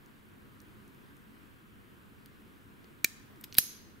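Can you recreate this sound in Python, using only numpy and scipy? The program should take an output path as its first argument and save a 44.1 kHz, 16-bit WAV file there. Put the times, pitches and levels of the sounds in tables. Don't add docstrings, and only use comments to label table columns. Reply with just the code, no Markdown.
import sys
import numpy as np
from scipy import signal
from scipy.fft import irfft
from scipy.io import wavfile
from scipy.ndimage import uniform_filter1d

SR = 44100
rng = np.random.default_rng(int(sys.argv[2]) if len(sys.argv) > 2 else 0)


def field_ratio(decibels):
    return 10 ** (np.asarray(decibels, dtype=float) / 20)


def wav_record(signal):
    frames = np.transpose(np.atleast_2d(signal))
    bounded = np.clip(frames, -1, 1)
    quanta = np.round(bounded * 32767).astype(np.int16)
    wavfile.write(sys.argv[1], SR, quanta)


N = 176400

# frequency in Hz, density in dB per Hz.
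RUMBLE_SPECTRUM = [(20, -8.5), (70, -6.5), (100, -2.5), (150, -5.5), (270, -5.5), (400, -10), (600, -21),
                   (800, -21)]
# frequency in Hz, density in dB per Hz.
HISS_SPECTRUM = [(800, -8.5), (976, -2), (1570, -1), (2030, -6.5), (3020, -9.5), (3400, -12), (5770, -23),
                 (15600, -18)]
# frequency in Hz, left-right coherence from -1 to 1.
COHERENCE = [(60, 0.0084), (290, 0.29), (1410, -0.15), (3100, 0.21), (5600, 0.71), (6300, 0.73),
             (8900, 0.59), (10500, 0.54)]
# frequency in Hz, width in Hz, level in dB.
FAN_HUM = [(100, 16, -71), (212, 14, -67), (270, 13, -72.5)]
MOTOR_HZ = [1225, 1425, 1575, 1675, 1775, 2925, 2975, 3125]
MOTOR_DB = [-82.5, -78, -74.5, -80.5, -82, -87.5, -86.5, -92.5]

# frequency in Hz, decay time T60 in seconds.
ROOM_T60 = [(400, .25), (1500, 0.81), (4000, 0.71), (6200, 0.59), (7600, 0.46), (11000, 0.42),
            (15000, 0.35)]
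# frequency in Hz, level in dB.
SNAP_WALL_COLOUR = [(600, -26.5), (1700, -1), (2400, -4), (3000, -5), (4500, -4.5), (6700, -2), (9000, -4),
                    (15000, -7)]
# frequency in Hz, width in Hz, level in dB.
SNAP_WALL_BANDS = [(1780, 146, 3), (2160, 197, -1), (2407, 218, 4), (3920, 120, 3), (4580, 300, -3.5),
                   (5610, 120, -1.5), (6600, 120, 1.5), (6890, 120, 3), (7560, 97, -3)]
# frequency in Hz, level in dB.
RELEASE_WALL_COLOUR = [(600, -31), (2000, -7), (4000, -3), (5400, 2), (8000, -3), (10000, 0), (12500, 5),
                       (15500, -6)]
# frequency in Hz, width in Hz, level in dB.
RELEASE_WALL_BANDS = [(3950, 90, 5), (4210, 150, 0), (4880, 150, 1), (5400, 100, -3), (6010, 110, 10),
                      (6240, 69, 11.5), (6490, 220, 10), (7300, 59.4, 2), (11230, 270, 15.5),
                      (13270, 280, 15)]

# start in seconds, level in dB, direction as a sign, pitch in Hz,
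# left-right difference in dB.
HAND_JOLTS = [
    (2.3172, -48.5, 1, 300, 0),
    (2.8432, -49, 1, 480, -2),
    (3.0452, -29, -1, 295, -5),
    (3.5838, -29.5, 1, 386, 3),
    (3.5857, -31, -1, 213, 16.5),
]
# start in seconds, level in dB, pitch of the knock in Hz, treble of the steel in dB,
# left-right difference in dB.
PICK_TICKS = [(.052, -62, 6000, -8, 0), (.061, -53, 6500, -2, 0), (.603, -47, 6000, -9, -5),
              (.617, -56, 9500, 2, 0), (.879, -52.5, 9000, -7, 0), (0.947, -55.5, 9300, -9, 0),
              (1.168, -54.5, 9300, -6, 0), (2.2598, -44.5, 4600, -2, -1), (2.2605, -53, 9500, -5, -5),
              (2.8432, -47.5, 3300, -16.5, 2.5), (2.8443, -53, 4520, -13, 11),
              (2.991, -56.5, 3000, -12.5, -2), (3.0431, -39, 5000, 4, 0), (3.36, -54, 3800, -16.5, -0.5),
              (3.4092, -61, 8000, -5, 0), (3.412, -45.5, 8000, 2.5, 2.5)]
# start in seconds, level in dB, pitch of the knock in Hz,
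# treble of the steel in dB, left-right difference in dB.
PLUG_RATTLES = [(3.5257, -32, 4320, -22, -0.5), (3.531, -45.5, 3000, -6.5, 0.5),
                (3.534, -48, 6000, -2.5, 0), (3.5432, -44, 8000, 3.5, -2.5), (3.545, -38, 4000, 0.5, -6),
                (3.5511, -26, 3400, -17, -1), (3.5694, -45.5, 4000, -1, 0), (3.5707, -39.5, 6000, 1.5, -1)]
# start in seconds, level in dB, pitch of the knock in Hz,
# treble of the steel in dB, left-right difference in dB.
SHACKLE_SHAKES = [(3.4378, -53, 3500, -0.5, 0), (3.4392, -40, 4870, -5, 2), (3.4398, -43.5, 2500, -3, .6),
                  (3.4412, -36, 3220, 4.5, 4), (3.4418, -38.5, 5000, 1.5, 2),
                  (3.4437, -39, 2500, -15, -2.5), (3.4449, -38, 4900, -12.5, -2),
                  (3.4475, -53, 8500, -2, -0.5), (3.45, -55.5, 8000, 3, 1)]
# frequency in Hz, level in dB, T60 in seconds.
STEEL_MODES = [(9400, -7.5, .004), (11400, -11.5, 0.0044), (13500, -3, .005), (14900, 0.5, .003)]
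# frequency in Hz, level in dB, T60 in seconds.
LOOSE_MODES = [(9400, -8.5, .004), (11400, -13.5, 0.0037), (12340, -11, .006), (13350, -1.5, 0.0073),
               (15400, -13, .003)]

# start in seconds, brass level in dB, pins level in dB.
SNAP_BLOWS = [(3.0448, -12, -11), (3.0449, -1.5, 0), (3.0453, -6, -3), (3.046, -6, -9), (3.0463, -4.5, 1),
              (3.0471, -6, -14), (3.0496, -25, -29), (3.0507, -24, -26), (3.0525, -20, -22)]
# frequency in Hz, level in dB, T60 in seconds.
BRASS_MODES = [(1835, -6.5, 0.0091), (2350, -6, 0.018), (3400, -12, 0.0053), (3880, -5, 0.0063),
               (4540, -3.5, 0.0053), (5000, -6, .006), (5660, -7.5, .006), (6660, 0, 0.0047),
               (7170, -11, .005)]
# frequency in Hz, level in dB, T60 in seconds.
PIN_MODES = [(8160, -6.5, .004), (10070, -7, 0.0044), (10600, -11, .004), (12680, -7, .004),
             (13700, -3, 0.0044), (14890, -1, .005), (15620, -7, .004)]

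# start in seconds, knock level in dB, ring level in dB.
RELEASE_BLOWS = [
    (3.5823, -24, -32),
    (3.5837, 1, -11.5),
    (3.5842, -4, -3.5),
    (3.5851, -7, -9.5),
    (3.5858, -12.5, 0),
    (3.5863, -19, -10),
    (3.592, -30.5, -18),
]
# frequency in Hz, level in dB, T60 in seconds.
BODY_MODES = [(1240, -24.5, 0.0094), (1924, -6, 0.005), (2300, -6.5, 0.0074), (3004, -4.5, 0.0076),
              (3925, -3, 0.0058), (4930, -2.5, 0.0048), (7210, -19, .006), (8740, -15.5, 0.0062),
              (9840, -5, 0.0045)]
# frequency in Hz, level in dB, T60 in seconds.
SHACKLE_MODES = [(10510, -15, 0.0084), (10960, -15.5, .01), (11490, -3.5, 0.018), (12420, -7, .011),
                 (12715, -10.5, 0.00995), (13360, 1, .013), (13800, -13, .009), (14400, -14.5, .009),
                 (15600, -17, 0.0087)]

EDGE_HZ, CLICK_EDGE_HZ, TOP_SHELF_DB = 15760, 16600, -19
CRACK_T60 = 0.0044


def evened(x):
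    return x / np.sqrt(np.mean(x ** 2) + 1e-20)


def read(points, hz):
    f, value = np.transpose(points)
    return np.interp(np.log(hz + 1), np.log(f + 1), value)


def add(mix, s, sound):
    part = mix[..., round(s * SR):][..., :sound.shape[-1]]
    part += sound[..., :part.shape[-1]]


def pan(x, db):
    return x * field_ratio(np.array([[db / 2], [-db / 2]]))


def lowpass(x, hz):
    taps = signal.firwin(401, hz, window=("kaiser", 9), fs=SR)
    return signal.oaconvolve(x, taps[None], "same")


def ring(modes, size, rise_s=0.00016, spread=1):
    t = np.arange(size) / SR
    phases = spread * rng.uniform(0, 2 * np.pi, len(modes))
    total = np.zeros(size)
    for (hz, db, t60), phase in zip(modes, phases):
        total += field_ratio(db - 60 * t / t60) * np.sin(2 * np.pi * hz * t + phase)
    return total * np.minimum(t / rise_s, 1)


def crack(t60, size):
    return np.diff(rng.standard_normal(size + 1)) * field_ratio(-60 * np.arange(size) / SR / t60)


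def air():
    rumble_db, hiss_db = -57.5, -62.5
    patch_db, swell_db = 0.88, 0.5
    frames, hz = N // 1024 + 5, np.fft.rfftfreq(4096, 1 / SR)
    a, b, c, d, patches = rng.standard_normal((frames, 2049, 5)).T
    patches = uniform_filter1d(patches, size=40, axis=0)
    patches = evened(uniform_filter1d(patches, size=4, axis=1))
    swell = evened(uniform_filter1d(rng.standard_normal(frames), size=10))

    low = field_ratio(read(RUMBLE_SPECTRUM, hz)) * (hz < 800) * (hz > 15)
    high = field_ratio(read(HISS_SPECTRUM, hz)) * (hz >= 800) * (hz < EDGE_HZ)
    power = (field_ratio(rumble_db) * evened(low)) ** 2 + (field_ratio(hiss_db) * evened(high)) ** 2
    for f, width, db in FAN_HUM:
        line = evened(1 / (1 + (2 * (hz - f) / width) ** 2))
        power = power + (field_ratio(db) * line) ** 2

    same = np.clip(read(COHERENCE, hz), -1, 1)[:, None]
    left = a + 1j * b
    right = same * left + np.sqrt(1 - same ** 2) * (c + 1j * d)
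    z = np.array([left, right]) * np.sqrt(power)[:, None]
    z = z * field_ratio(patch_db * patches + swell_db * swell)
    x = signal.istft(z, nperseg=4096, noverlap=3072)[1][:, 2048:N + 2048]
    return evened(x) * np.sqrt(power.mean())


def whine():
    t = np.arange(N) / SR
    phases = rng.uniform(0, 2 * np.pi, len(MOTOR_HZ))
    tones = np.zeros(N)
    for hz, db, phase in zip(MOTOR_HZ, MOTOR_DB, phases):
        tones += field_ratio(db) * np.sin(2 * np.pi * hz * t + phase)
    return np.array([tones, -tones])


def room(x):
    echo_gap_s, early_db, early_t60 = 0.0044, 10.5, 0.049
    noise = rng.standard_normal((2, 24000))
    hz, t, z = signal.stft(noise, SR, nperseg=256)
    decay = field_ratio(-60 * t / read(ROOM_T60, hz)[:, None])
    tail = signal.istft(z * decay, SR, nperseg=256)[1]
    tail = tail / np.linalg.norm(tail[0])
    t = np.arange(tail.shape[1]) / SR
    early = field_ratio(early_db - 60 * t / early_t60)
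    tail = tail * (1 + early) * np.clip(t / echo_gap_s, 0, 1) ** 2
    wet = signal.fftconvolve(x.mean(0)[None], tail, axes=1)[:, :N]
    return lowpass(wet, EDGE_HZ)


def to_walls(s, db, tone, bands):
    hz = np.fft.rfftfreq(N, 1 / SR)
    colour = field_ratio(read(tone, hz))
    for f, width, top_db in bands:
        colour = colour + field_ratio(top_db) / (1 + 2j * (hz - f) / width) ** 2
    delay = np.exp(-2j * np.pi * hz * s)
    return field_ratio(db) * irfft(colour * delay, N)


def thumps():
    cycles = 1.42
    out, t = np.zeros((2, N)), np.arange(1500) / SR
    for s, db, direction, hz, pan_db in HAND_JOLTS:
        swing = np.sin(2 * np.pi * hz * t) * np.minimum(4 * hz * t, 1)
        swing = swing * field_ratio(-60 * hz * t / (2 * cycles))
        swing = np.sign(direction) * field_ratio(db) * swing / abs(swing).max()
        add(out, s, pan(swing, pan_db))
    return out


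def ticks():
    knock_t60, fizz_t60, fizz_level = 0.0039, 0.004, 0.81
    out = np.zeros((2, N))
    for rows, metal in [(PICK_TICKS + PLUG_RATTLES, STEEL_MODES), (SHACKLE_SHAKES, LOOSE_MODES)]:
        for s, db, hz, treble_db, pan_db in rows:
            partials = [(hz, 0, knock_t60), (hz * 0.68, -4, knock_t60), (hz * 1.39, -5, knock_t60)]
            knock = ring(partials, size=800)
            steel = ring(metal, size=800) + fizz_level * crack(fizz_t60, size=800)
            add(out, s, pan(field_ratio(db) * (knock + field_ratio(treble_db) * steel), pan_db))
    return out


def snap():
    snap_db, crack_db, brass_pan_db, pins_pan_db = -15, -4.5, -0.4, -3.5
    out = np.zeros((2, N))
    for s, brass_db, pins_db in SNAP_BLOWS:
        brass = field_ratio(brass_db) * ring(BRASS_MODES, size=2000)
        pins = ring(PIN_MODES, size=2000) + field_ratio(crack_db) * crack(CRACK_T60, size=2000)
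        pins = field_ratio(pins_db) * pins
        add(out, s, field_ratio(snap_db) * (pan(brass, brass_pan_db) + pan(pins, pins_pan_db)))
    return signal.sosfilt(signal.butter(4, 1250, "high", fs=SR, output="sos"), out)


def scrape():
    duration_s, level_db, rise_db, bass_db = 3.5836 - 3.567, -44, 14, -1.5
    u = np.arange(1500) / SR / duration_s
    slips = rng.standard_normal(len(u))
    slips = slips * field_ratio(3.6 * rng.standard_normal(len(u)) + rise_db * u) * (u < 1)
    grain = evened(ring(SHACKLE_MODES, size=130))
    grain = grain + field_ratio(bass_db) * evened(ring(BODY_MODES[1:], size=130))
    return field_ratio(level_db) * evened(np.convolve(slips, grain))


def release():
    knock_level_db, ring_level_db, crack_db = -8.5, -5.5, -5
    knock_pan_db, ring_pan_db = 1.9, -4
    knock, rings = np.zeros(N), np.zeros(N)
    add(knock, 3.567, scrape())
    for s, knock_db, ring_db in RELEASE_BLOWS:
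        body = ring(BODY_MODES, size=2000) + field_ratio(crack_db) * crack(CRACK_T60, size=2000)
        add(knock, s, field_ratio(knock_level_db + knock_db) * body)
        shackle = ring(SHACKLE_MODES, size=4000, spread=0.3)
        add(rings, s, field_ratio(ring_level_db + ring_db) * shackle)
    return pan(knock, knock_pan_db) + pan(rings, ring_pan_db)


def scene():
    small = ticks()
    near = small + snap() + release() + thumps()
    sent = to_walls(SNAP_BLOWS[1][0], -10, SNAP_WALL_COLOUR, SNAP_WALL_BANDS)
    sent = sent + to_walls(RELEASE_BLOWS[3][0], -2.5, RELEASE_WALL_COLOUR, RELEASE_WALL_BANDS)
    wet = room(field_ratio(-15.5) * small + sent)
    main_band = lowpass(near, EDGE_HZ)
    top_band = lowpass(near, CLICK_EDGE_HZ) - main_band
    return main_band + field_ratio(TOP_SHELF_DB) * top_band + wet + air() + whine()


def top_cut(x):
    return signal.sosfilt(signal.butter(12, 16800, fs=SR, output="sos"), x)


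def record(dry):
    duck, threshold_db, recovery_db_per_s = 0.1, -28, 50.5
    power = uniform_filter1d((dry ** 2).mean(0), size=400)
    power_db = 10 * np.log10(abs(power) + 1e-12)
    fall = np.arange(N) * recovery_db_per_s / SR
    held_db = np.maximum.accumulate(power_db + fall) - fall
    over_db = np.maximum(held_db - threshold_db, 0)
    late_db = np.concatenate([np.zeros(500), over_db[:-500]])
    return top_cut(dry / field_ratio(duck * uniform_filter1d(late_db, size=200)))


dry = scene()
out = record(dry)
wav_record(out)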